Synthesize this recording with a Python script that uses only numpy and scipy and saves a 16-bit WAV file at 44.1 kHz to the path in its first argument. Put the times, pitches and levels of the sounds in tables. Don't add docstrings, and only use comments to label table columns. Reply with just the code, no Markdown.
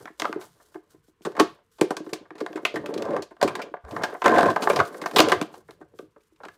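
import sys
import numpy as np
from scipy import signal
from scipy.fft import rfft, irfft
from scipy.io import wavfile
from scipy.ndimage import uniform_filter1d

SR = 44100
rng = np.random.default_rng(int(sys.argv[2]) if len(sys.argv) > 2 else 0)


def master(y):
    cut = np.clip(np.atleast_2d(y).T, -1, 1)
    pcm = np.round(cut * 32767)
    wavfile.write(sys.argv[1], SR, pcm.astype(np.int16))


def how_loud(loudness_db):
    steps = np.asarray(loudness_db, float) / 20
    return 10 ** steps


N = 290075


def rms_one(x):
    return x / np.sqrt(np.mean(x ** 2) + 1e-20)


def at_hz(points, hz):
    table_hz, values = np.transpose(points)
    return np.interp(np.log(hz), np.log(table_hz), values)


def filtered(x, order, hz, kind="low"):
    return signal.sosfilt(signal.butter(order, hz, kind, fs=SR, output="sos"), x)


def coloured(spectrum):
    hz = np.maximum(np.fft.rfftfreq(N, 1 / SR), 1)
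    white = rfft(rng.standard_normal(N))
    return rms_one(irfft(white * how_loud(at_hz(spectrum, hz)), N))


def strokes(rows):
    rise_db_per_s, fall_db_per_s = 900, 449.5
    t, power = np.arange(0, N + 64, 64) / SR, 0
    for start, length, db, swell_db in rows:
        held = db + swell_db * (np.clip((t - start) / length, 0, 1) - .5)
        before = rise_db_per_s * np.maximum(start - t, 0)
        after = fall_db_per_s * np.maximum(t - start - length, 0)
        power = power + how_loud(held - before - after) ** 2
    return np.interp(np.arange(N) / SR, t, np.sqrt(power))


def ring(force, hz, t60):
    r, w = how_loud(-60 / (t60 * SR)), 2 * np.pi * hz / SR
    return signal.lfilter([0, np.sin(w)], [1, -2 * r * np.cos(w), r * r], force + 1e-18)


def strike(modes, s, peak_db, chatter_ms, spread_db, favoured_hz=None, reach=.3, rise=.2, tilt_db=0):
    size = 1024
    age = np.arange(size) / (np.maximum(chatter_ms, .2)[:, None] * SR / 1000)
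    shape = np.exp(-age) * np.clip(age / rise, 0, 1)
    at = np.minimum(np.round(s * SR).astype(int)[:, None] + np.arange(size), N - 1)
    out = np.zeros(N)
    for hz, level_db, t60 in modes:
        chatter = shape * rng.standard_normal(shape.shape)
        push = np.abs(chatter @ np.exp(-2j * np.pi * hz / SR * np.arange(size)))
        push = 0.87 * push + 0.16 * np.sqrt(np.sum(shape ** 2, axis=1))
        strength_db = peak_db + level_db + spread_db * rng.standard_normal(len(s))
        strength_db = strength_db + tilt_db * np.log2(hz / modes[0][0])
        if favoured_hz is not None:
            strength_db = strength_db - 10 * (np.log(hz / favoured_hz) / reach) ** 2
        blows = chatter * (how_loud(strength_db) / push)[:, None]
        force = np.bincount(at.ravel(), blows.ravel(), N)
        out += ring(force, hz, t60)
    return out


def drag(modes, per_s, uneven_db):
    slip_db = uneven_db * np.minimum(rng.exponential(1, N), 4)
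    slips = (rng.random(N) < per_s / SR) * how_loud(slip_db)
    out = np.zeros(N)
    for hz, level_db, t60 in modes:
        out += how_loud(level_db) * ring(slips * rng.standard_normal(N), hz, t60)
    return rms_one(out)


# frequency in Hz, relative density in dB.
FLOOR_SPECTRUM = [(18, -31.5), (30, 1), (355, -15), (461, -3), (600, -38.5), (1040, -11.5), (1130, -17.5),
                  (2830, -26), (16000, -57.5)]


def floor():
    return how_loud(-71) * coloured(FLOOR_SPECTRUM)


# frequency in Hz, time to fall by 60 dB in seconds.
ROOM_DECAY = [(200, 0.15), (1000, 0.19), (4000, 0.3), (12000, 0.1)]


def room(x):
    dense_hz = 1900
    t, out = np.arange(SR // 2) / SR, 0
    for low in 110 * 2 ** np.arange(0, 7.1, .5):
        edges_hz = [low, min(np.sqrt(2) * low, .45 * SR)]
        band = filtered(x, 2, edges_hz, "band")
        decay = how_loud(-60 * t / at_hz(ROOM_DECAY, 1.4 * low)) * np.clip(t / 0.0037, 0, 1)
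        decay = decay / np.sqrt(np.sum(decay ** 2))
        if low < dense_hz:
            out = out + signal.fftconvolve(band, decay * rng.standard_normal(len(t)))[:N]
        else:
            stored = signal.fftconvolve(band[::8] ** 2, 8 * decay[::8] ** 2)[:N // 8 + 1]
            stored = np.interp(np.arange(N) / 8, np.arange(len(stored)), np.abs(stored))
            noise = rms_one(filtered(rng.standard_normal(N), 2, edges_hz, "band"))
            out = out + np.sqrt(stored) * noise
    return out


# start in seconds, length in seconds, level in dB, swell over the length in dB.
LOW_THUMPS = [(0.0, .03, -57, -5), (.22, 0.34, -66, -4), (.9, 0.11, -68, 8), (1.25, 0.28, -64.5, 6),
              (1.81, .5, -70, -9), (2.76, 0.095, -49, -10), (2.95, 0.25, -51, 12), (3.44, 0.11, -47.5, -17),
              (3.92, 0.16, -51, -12), (4.28, 0.25, -42, 0), (4.7, 0.11, -41, 17.5), (5.15, 0.23, -45, -4),
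              (5.42, 0.69, -66.5, -5), (6.4, .13, -72, 9)]
# time in seconds, level before the low-pass in dB, pitch in Hz, 60 dB decay in seconds.
DULL_BUMP = (3.837, -36, 70, .17)


def thumps():
    noise = rms_one(filtered(rng.standard_normal(N), 3, [88, 180], "band"))
    s, level_db, hz, t60 = DULL_BUMP
    click = how_loud(level_db) * (np.arange(N) == int(s * SR))
    return strokes(LOW_THUMPS) * noise + filtered(ring(click, hz, t60), 2, 150)


# start in seconds, length in seconds, level in dB, swell in dB.
FINGER_STROKES = [(0.0, .04, -59.5, -3), (.06, .12, -70, 0), (.2, .1, -58.5, -3), (.41, 0.058, -54.5, -2),
                  (.52, .24, -69, -2), (.9, 0.028, -67, 2), (1.05, .035, -68, 3), (1.225, .33, -71.5, -6.5),
                  (1.72, .2, -70.5, -6.5), (2.05, .09, -67, -3), (2.39, .7, -72, -2), (3.45, .12, -74, -10),
                  (3.89, .68, -62.5, 2), (4.62, .38, -52.5, -12), (5.02, .14, -54, 5.5),
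                  (5.175, .05, -43.5, -5), (5.27, .2, -59.5, -14), (5.53, .06, -63, -2),
                  (5.68, .04, -68, -1.5), (5.97, .05, -64.5, -9.5), (6.21, .08, -78, -6),
                  (6.42, .16, -75, 6)]
# frequency in Hz, relative density in dB.
RUSTLE_SPECTRUM = [(880, -33.5), (1500, -3.5), (1660, -14), (2690, -22), (2910, -13), (8240, -13),
                   (16000, -19.5)]


def fingers():
    fine = rms_one(uniform_filter1d(rng.standard_normal(N), size=120))
    coarse = rms_one(uniform_filter1d(rng.standard_normal(N), size=900))
    grain = how_loud(2.2 * fine + 3.2 * coarse)
    resting = how_loud(-83)
    return (strokes(FINGER_STROKES) + resting) * rms_one(grain * coloured(RUSTLE_SPECTRUM))


# start in seconds, length in seconds, relative shell level in dB,
# panel level in dB, swell over the stroke in dB.
DRAG_STROKES = [(0.0, 0.021, -50, -50, -10), (0.208, 0.082, -44, -55, 2), (0.36, 0.091, -55.5, -51.5, -6.5),
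                (0.555, 0.38, -70.5, -73.5, -4), (1.3, 0.073, -53.5, -54, 6),
                (1.45, 0.16, -63.5, -63, -9.5), (1.867, 0.39, -56.5, -59.5, -4),
                (2.376, 0.33, -48.5, -56, 4.5), (2.784, 0.24, -35.5, -46.5, 11.5),
                (3.049, 0.13, -32.5, -37, 2.5), (3.422, 0.25, -40.5, -43.5, -11),
                (3.85, .17, -44.5, -44, 14.5), (4.058, 0.1, -45.5, -43, -5), (4.576, 0.23, -32.5, -36, 2.5),
                (4.86, 0.47, -43.5, -49, -1.5), (5.216, 0.12, -33, -33.5, 1),
                (5.383, 0.083, -41.5, -50.5, -10.5), (5.501, .12, -58, -60.5, -13),
                (5.701, 0.38, -68.5, -82, -3), (6.4, .18, -70, -78.5, 3)]
# frequency in Hz, relative level in dB,
# 60 dB decay in seconds.
SHELL_MODES = [(200, -10, 0.15), (225, -3.5, 0.13), (320, 0.5, 0.11), (370.4, -5, 0.096), (400, -3, 0.073),
               (426.2, -2, 0.057), (493, -25.5, 0.22), (490, -1, 0.068), (562.6, 3.5, 0.059)]
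PANEL_MODES = [(646.5, -2.5, 0.041), (694.8, -2, 0.069), (765, -6.5, 0.052), (895, 3, 0.02),
               (1029.3, 0.5, 0.043), (1160, 2, 0.033), (1416, 1, 0.02), (1575, 0, 0.036), (1840, 5, 0.013),
               (2151, -2, 0.027)]
EDGE_MODES = [(2462, 4, 0.0058), (2976, -3, 0.0081), (3627, 5, 0.0033), (4404, 4.5, 0.0021),
              (5040, 3, 0.0017), (6420, 0.5, 0.0013), (7572, 2.5, 0.0012), (9330, -13, 0.0027),
              (10950, -14, 0.0021), (14100, -11.5, .002)]


def dragging():
    table = np.array(DRAG_STROKES)
    shell_gain, panel_gain = strokes(table[:, [0, 1, 2, 4]]), strokes(table[:, [0, 1, 3, 4]])
    shell = how_loud(-5) * drag(SHELL_MODES, 600, uneven_db=3.5)
    panels = rms_one(filtered(drag(PANEL_MODES, 900, uneven_db=3.5), 2, 1200))
    panels = panels + how_loud(-23.5) * drag(EDGE_MODES, 2500, uneven_db=0.0)
    return shell_gain * shell + panel_gain * panels


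# start in seconds, length in seconds, rasp level in dB, swell in dB.
DRAWER_PULLS = [(4.252, .075, -18.5, 2), (4.34, 0.17, -19, -4.5)]
# frequency in Hz, relative level in dB, 60 dB decay in seconds.
DRAWER_MODES = [(355, -4.5, 0.065), (520, -2.5, 0.026), (695, 0, 0.07), (1036, -4, 0.076),
                (1560, -4.5, 0.037), (1770, -13, 0.033)]


def drawer():
    rasp = drag(DRAWER_MODES, 700, uneven_db=2.5)
    shell = how_loud(-6.5) * drag(SHELL_MODES, 400, uneven_db=3.5)
    edges = how_loud(-23.5) * drag(EDGE_MODES, 500, uneven_db=2.5)
    return strokes(DRAWER_PULLS) * (rasp + shell + edges)


def bumps():
    per_s = 95
    chance = rng.random((int(N / SR * per_s), 3))
    s = (np.arange(len(chance)) + chance[:, 0]) / per_s
    shell_gain = strokes(np.array(DRAG_STROKES)[:, [0, 1, 2, 4]])
    shell_gain = shell_gain[np.minimum((s * SR).astype(int), N - 1)]
    level_db = 20 * np.log10(shell_gain + 1e-6) + 8.5 + 4 * np.log(chance[:, 1] + .05)
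    hz = 441 * (.8 + .4 * chance[:, 2])
    return np.transpose([s, np.maximum(level_db, -90), hz])


# time in seconds, relative strength in dB,
# pitch in Hz that the struck spot favours.
SHELL_KNOCKS = [(0.0441, -37, 320), (0.1, -41, 340), (0.2194, -25, 320), (0.293, -25.5, 350),
                (0.3286, -29, 320), (0.3583, -19.5, 376), (0.7504, -25.5, 359), (0.941, -41.5, 336),
                (1.081, -48.5, 337), (1.207, -44, 364), (1.2534, -21, 390), (1.269, -16.5, 400),
                (1.3775, -23, 440), (1.4012, -3, 342), (1.424, -17, 414), (1.7943, -34, 410),
                (1.8139, -4, 390), (1.907, -16, 430), (1.9702, -31, 350), (2.0003, -21.5, 360),
                (2.0664, -26, 363), (2.127, -21.5, 368), (2.2087, -34, 356), (2.308, -33.5, 355),
                (2.35, -35.5, 365), (2.4099, -11.5, 378), (2.499, -25.5, 374), (2.5544, -21, 378),
                (2.6303, -30.5, 330), (2.7398, -18, 400), (2.7613, -16, 366), (2.8892, -25, 410),
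                (3.093, -19.5, 420), (3.134, -16, 490), (3.222, -34, 533), (3.3107, -37.5, 400),
                (3.4266, -11, 517), (3.445, -11, 400), (3.5903, -24, 530), (3.6625, -32.5, 464),
                (3.7106, -36, 320), (3.738, -32, 530), (3.9287, -25.5, 332), (4.0355, -27.5, 505),
                (4.1263, -29, 505), (4.2631, -12, 516), (4.559, -25.5, 506), (4.6714, -17, 434),
                (4.6993, -8, 510), (4.7886, -16, 447), (4.947, -31, 430), (5.0187, -24, 374),
                (5.1305, -25.5, 427), (5.147, -16.5, 446), (5.1648, -13.5, 414), (5.1935, 0, 381),
                (5.2338, -13.5, 353), (5.2722, -14.5, 460), (5.3238, -10, 400), (5.414, -16, 306),
                (5.5705, -36, 430), (5.6886, -35.5, 410), (5.8051, -34, 370), (5.9365, -41.5, 404),
                (5.9916, -32.5, 451), (6.0251, -35, 346), (6.1609, -40.5, 436), (6.319, -51, 320),
                (6.4029, -39.5, 470), (6.4543, -34.5, 405), (6.564, -49.5, 260)]


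def knocks():
    s, level_db, hz = np.transpose(np.vstack([SHELL_KNOCKS, bumps()]))
    contact_ms = 1.5 - .06 * np.maximum(level_db, -45)
    return strike(SHELL_MODES, s, level_db - 4.0, contact_ms, 1.5, favoured_hz=hz, reach=0.28, rise=0.81)


# time in seconds, relative treble strength in dB, relative panel strength in dB,
# chatter scale in ms (stretched below for edges and panels).
HARD_CLICKS = [(0.0558, -41, -32, 0.62), (0.0733, -47, -34, 3.3), (0.1975, -21, -27, 2.06),
               (0.2197, -22, -19, 0.37), (0.2446, -40, -21, 0.26), (0.2527, -32, -22, 1.8),
               (0.3274, -30.5, -23, 0.55), (0.412, -41, -40.5, 6.2), (0.5986, -73, -47.5, 6.3),
               (0.7441, -52, -44, 1.4), (0.756, -73, -36.5, 1.2), (0.945, -72, -58.5, 6.4),
               (1.219, -50.5, -62, 2.2), (1.2495, -27.5, -22, 6.7), (1.3187, -51, -44, 2.3),
               (1.3506, -46.5, -35, 3.8), (1.3652, -36.5, -26, 5.8), (1.3888, -23, -10, 32),
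               (1.397, -7, -7, 3.1), (1.783, -44, -44.5, 8.4), (1.8112, -14.5, -14.5, 1.93),
               (1.9056, -28, -18, 3.1), (1.9668, -24.5, -28, 2.2), (2.0634, -48, -37.5, 2.1),
               (2.091, -47, -43, 7), (2.1321, -23, -31, 2.6), (2.1556, -45, -42, 3.8),
               (2.254, -73, -45, 3.1), (2.3052, -50, -34, 1.3), (2.3532, -45.5, -42, 3.6),
               (2.3796, -42.5, -41, 9), (2.403, -33.5, -29.5, 4.7), (2.4628, -32.5, -23.5, 0.81),
               (2.5293, -42.5, -39, 1.1), (2.5573, -34, -30.5, 5.2), (2.574, -43, -30.5, 2.7),
               (2.6507, -17.5, -18.5, 2.8), (2.7403, -39.5, -33, 4.8), (2.7568, -27.5, -24, 4.9),
               (2.8595, -30, -32.5, 2.26), (2.9393, -33, -36.5, 2.4), (2.977, -33.5, -38, 2.8),
               (3.0218, -28.5, -25.5, 1.7), (3.0527, -37.5, -31, 2.5), (3.106, -42, -32, 2.6),
               (3.1641, -31, -18, 2.2), (3.2213, -31, -35.5, 4.4), (3.3071, -53, -41, 8.2),
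               (3.3662, -58, -45, 0.96), (3.4137, -23, -14.5, 1.6), (3.4265, -14.5, -14.5, 3.5),
               (3.4758, -25.5, -21.5, 4.8), (3.5526, -24, -27, 2.5), (3.5914, -40, -24, 6.6),
               (3.6166, -32.5, -43, 4.9), (3.7393, -71, -25.5, 0.88), (3.7679, -68.5, -36.5, 1.3),
               (3.8495, -51.5, -40.5, 0.63), (3.8834, -54, -39.5, 0.59), (3.9092, -36, -34, 4.4),
               (3.9636, -34.5, -24, 1.8), (4.0202, -38, -31, 5.1), (4.0345, -20.5, -15.5, 4.55),
               (4.1248, -49, -30.5, 3.2), (4.1473, -53, -30, 3.7), (4.2186, -30, -17.5, 2.4),
               (4.2413, -21.5, -18, 7.5), (4.2591, -14.5, -6, 2.3), (4.2799, -18.5, -11.5, 1.1),
               (4.3051, -30, -19, 1.9), (4.3417, -31, -19, 7.7), (4.3591, -25, -13, 3.5),
               (4.3816, -17, -8.5, 5.2), (4.4083, -22.5, -14.5, 1), (4.4298, -21.5, -12.5, 1.04),
               (4.4562, -27, -18, 4.7), (4.5017, -23.5, -22, 2.8), (4.5606, -24.5, -11, 2.26),
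               (4.62, -19, -22, 15), (4.6724, -29, -8, 1), (4.6981, -17.5, -11.5, 3.35),
               (4.7298, -28, -21, 5.4), (4.7592, -19.5, -16.5, 3.8), (4.789, -23.5, -17, 5.1),
               (4.8001, -19, -7, 2.8), (4.851, -37, -59, 3.9), (4.9442, -47, -32, 1.9),
               (5.0146, -29.5, -30, 5.1), (5.0367, -45.5, -28.5, 2.1), (5.0589, -25, -16.5, 2.54),
               (5.1114, -35.5, -35, 2.7), (5.134, -39.5, -33, 7.2), (5.16, -9.5, -9, 6.9),
               (5.183, -5.5, -10.5, 5.7), (5.1902, -8, -10, 2.3), (5.2025, -3.5, -3.5, 0.85),
               (5.2368, -40.5, -17.5, 3), (5.2853, -22.5, -21, 1.5), (5.294, -19, -20, 6.2),
               (5.3184, -11, -5, 3.7), (5.4133, -24.5, -24.5, 1.56), (5.4245, -30.5, -29.5, 1.9),
               (5.5393, -44.5, -40.5, 6.5), (5.685, -64.5, -40, 6.1), (5.708, -41.5, -43.5, 1.2),
               (5.81, -61, -40, 8.2), (5.9884, -41.5, -35.5, 1.9), (6.1618, -76, -50, 2.1),
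               (6.2058, -63, -90, 2.3), (6.36, -57.5, -72, 3), (6.402, -69, -43, 4.9),
               (6.4327, -44, -35, 7.5), (6.4514, -41, -36.5, 2), (6.4841, -40, -37.5, 1.3),
               (6.5414, -62, -60.5, 2)]
# time in seconds, favoured pitch in Hz.
FACING_PANEL = [(0.0, 792), (0.05, 1100), (1.43, 1016), (1.68, 1240), (1.9, 740), (2.34, 1200), (2.38, 865),
                (2.65, 1300), (2.99, 640), (3.61, 933), (3.85, 744), (3.98, 1120), (4.49, 720),
                (5.04, 1100), (5.26, 755), (6.43, 766.5), (6.5, 1570), (6.58, 1410)]


def clicks():
    s, treble_db, panel_db, ms = np.transpose(HARD_CLICKS)
    hardness_db = np.clip(treble_db - panel_db, -25, 5)
    edges = strike(EDGE_MODES, s, treble_db - 5.5, 2.0 * ms, 1.5, rise=0.12,
                   tilt_db=0.16 * (hardness_db + 6))
    favoured_hz = np.interp(s, *np.transpose(FACING_PANEL))
    panels = strike(PANEL_MODES, s, panel_db - 7.0, 1.81 * ms + 0.99, 2.0, rise=0.18,
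                    favoured_hz=favoured_hz, reach=1.05)
    return edges + filtered(panels, 2, 3000)


def scene():
    sources = fingers() + dragging() + drawer() + knocks() + clicks()
    toy = filtered(sources, 5, 165, "high")
    return (floor() + how_loud(-11) * room(toy) + thumps() + toy)[None]


def top_cut(x):
    return signal.sosfilt(signal.butter(12, 17000, fs=SR, output="sos"), x)


def record(dry):
    bass_cut = filtered(dry, 4, 42, "high")
    rounded = .9 * np.tanh(bass_cut / .9)
    mix = signal.sosfilt(signal.cheby2(12, 70, 16700, fs=SR, output="sos"), rounded)
    return top_cut(mix)


dry = scene()
out = record(dry)
master(out)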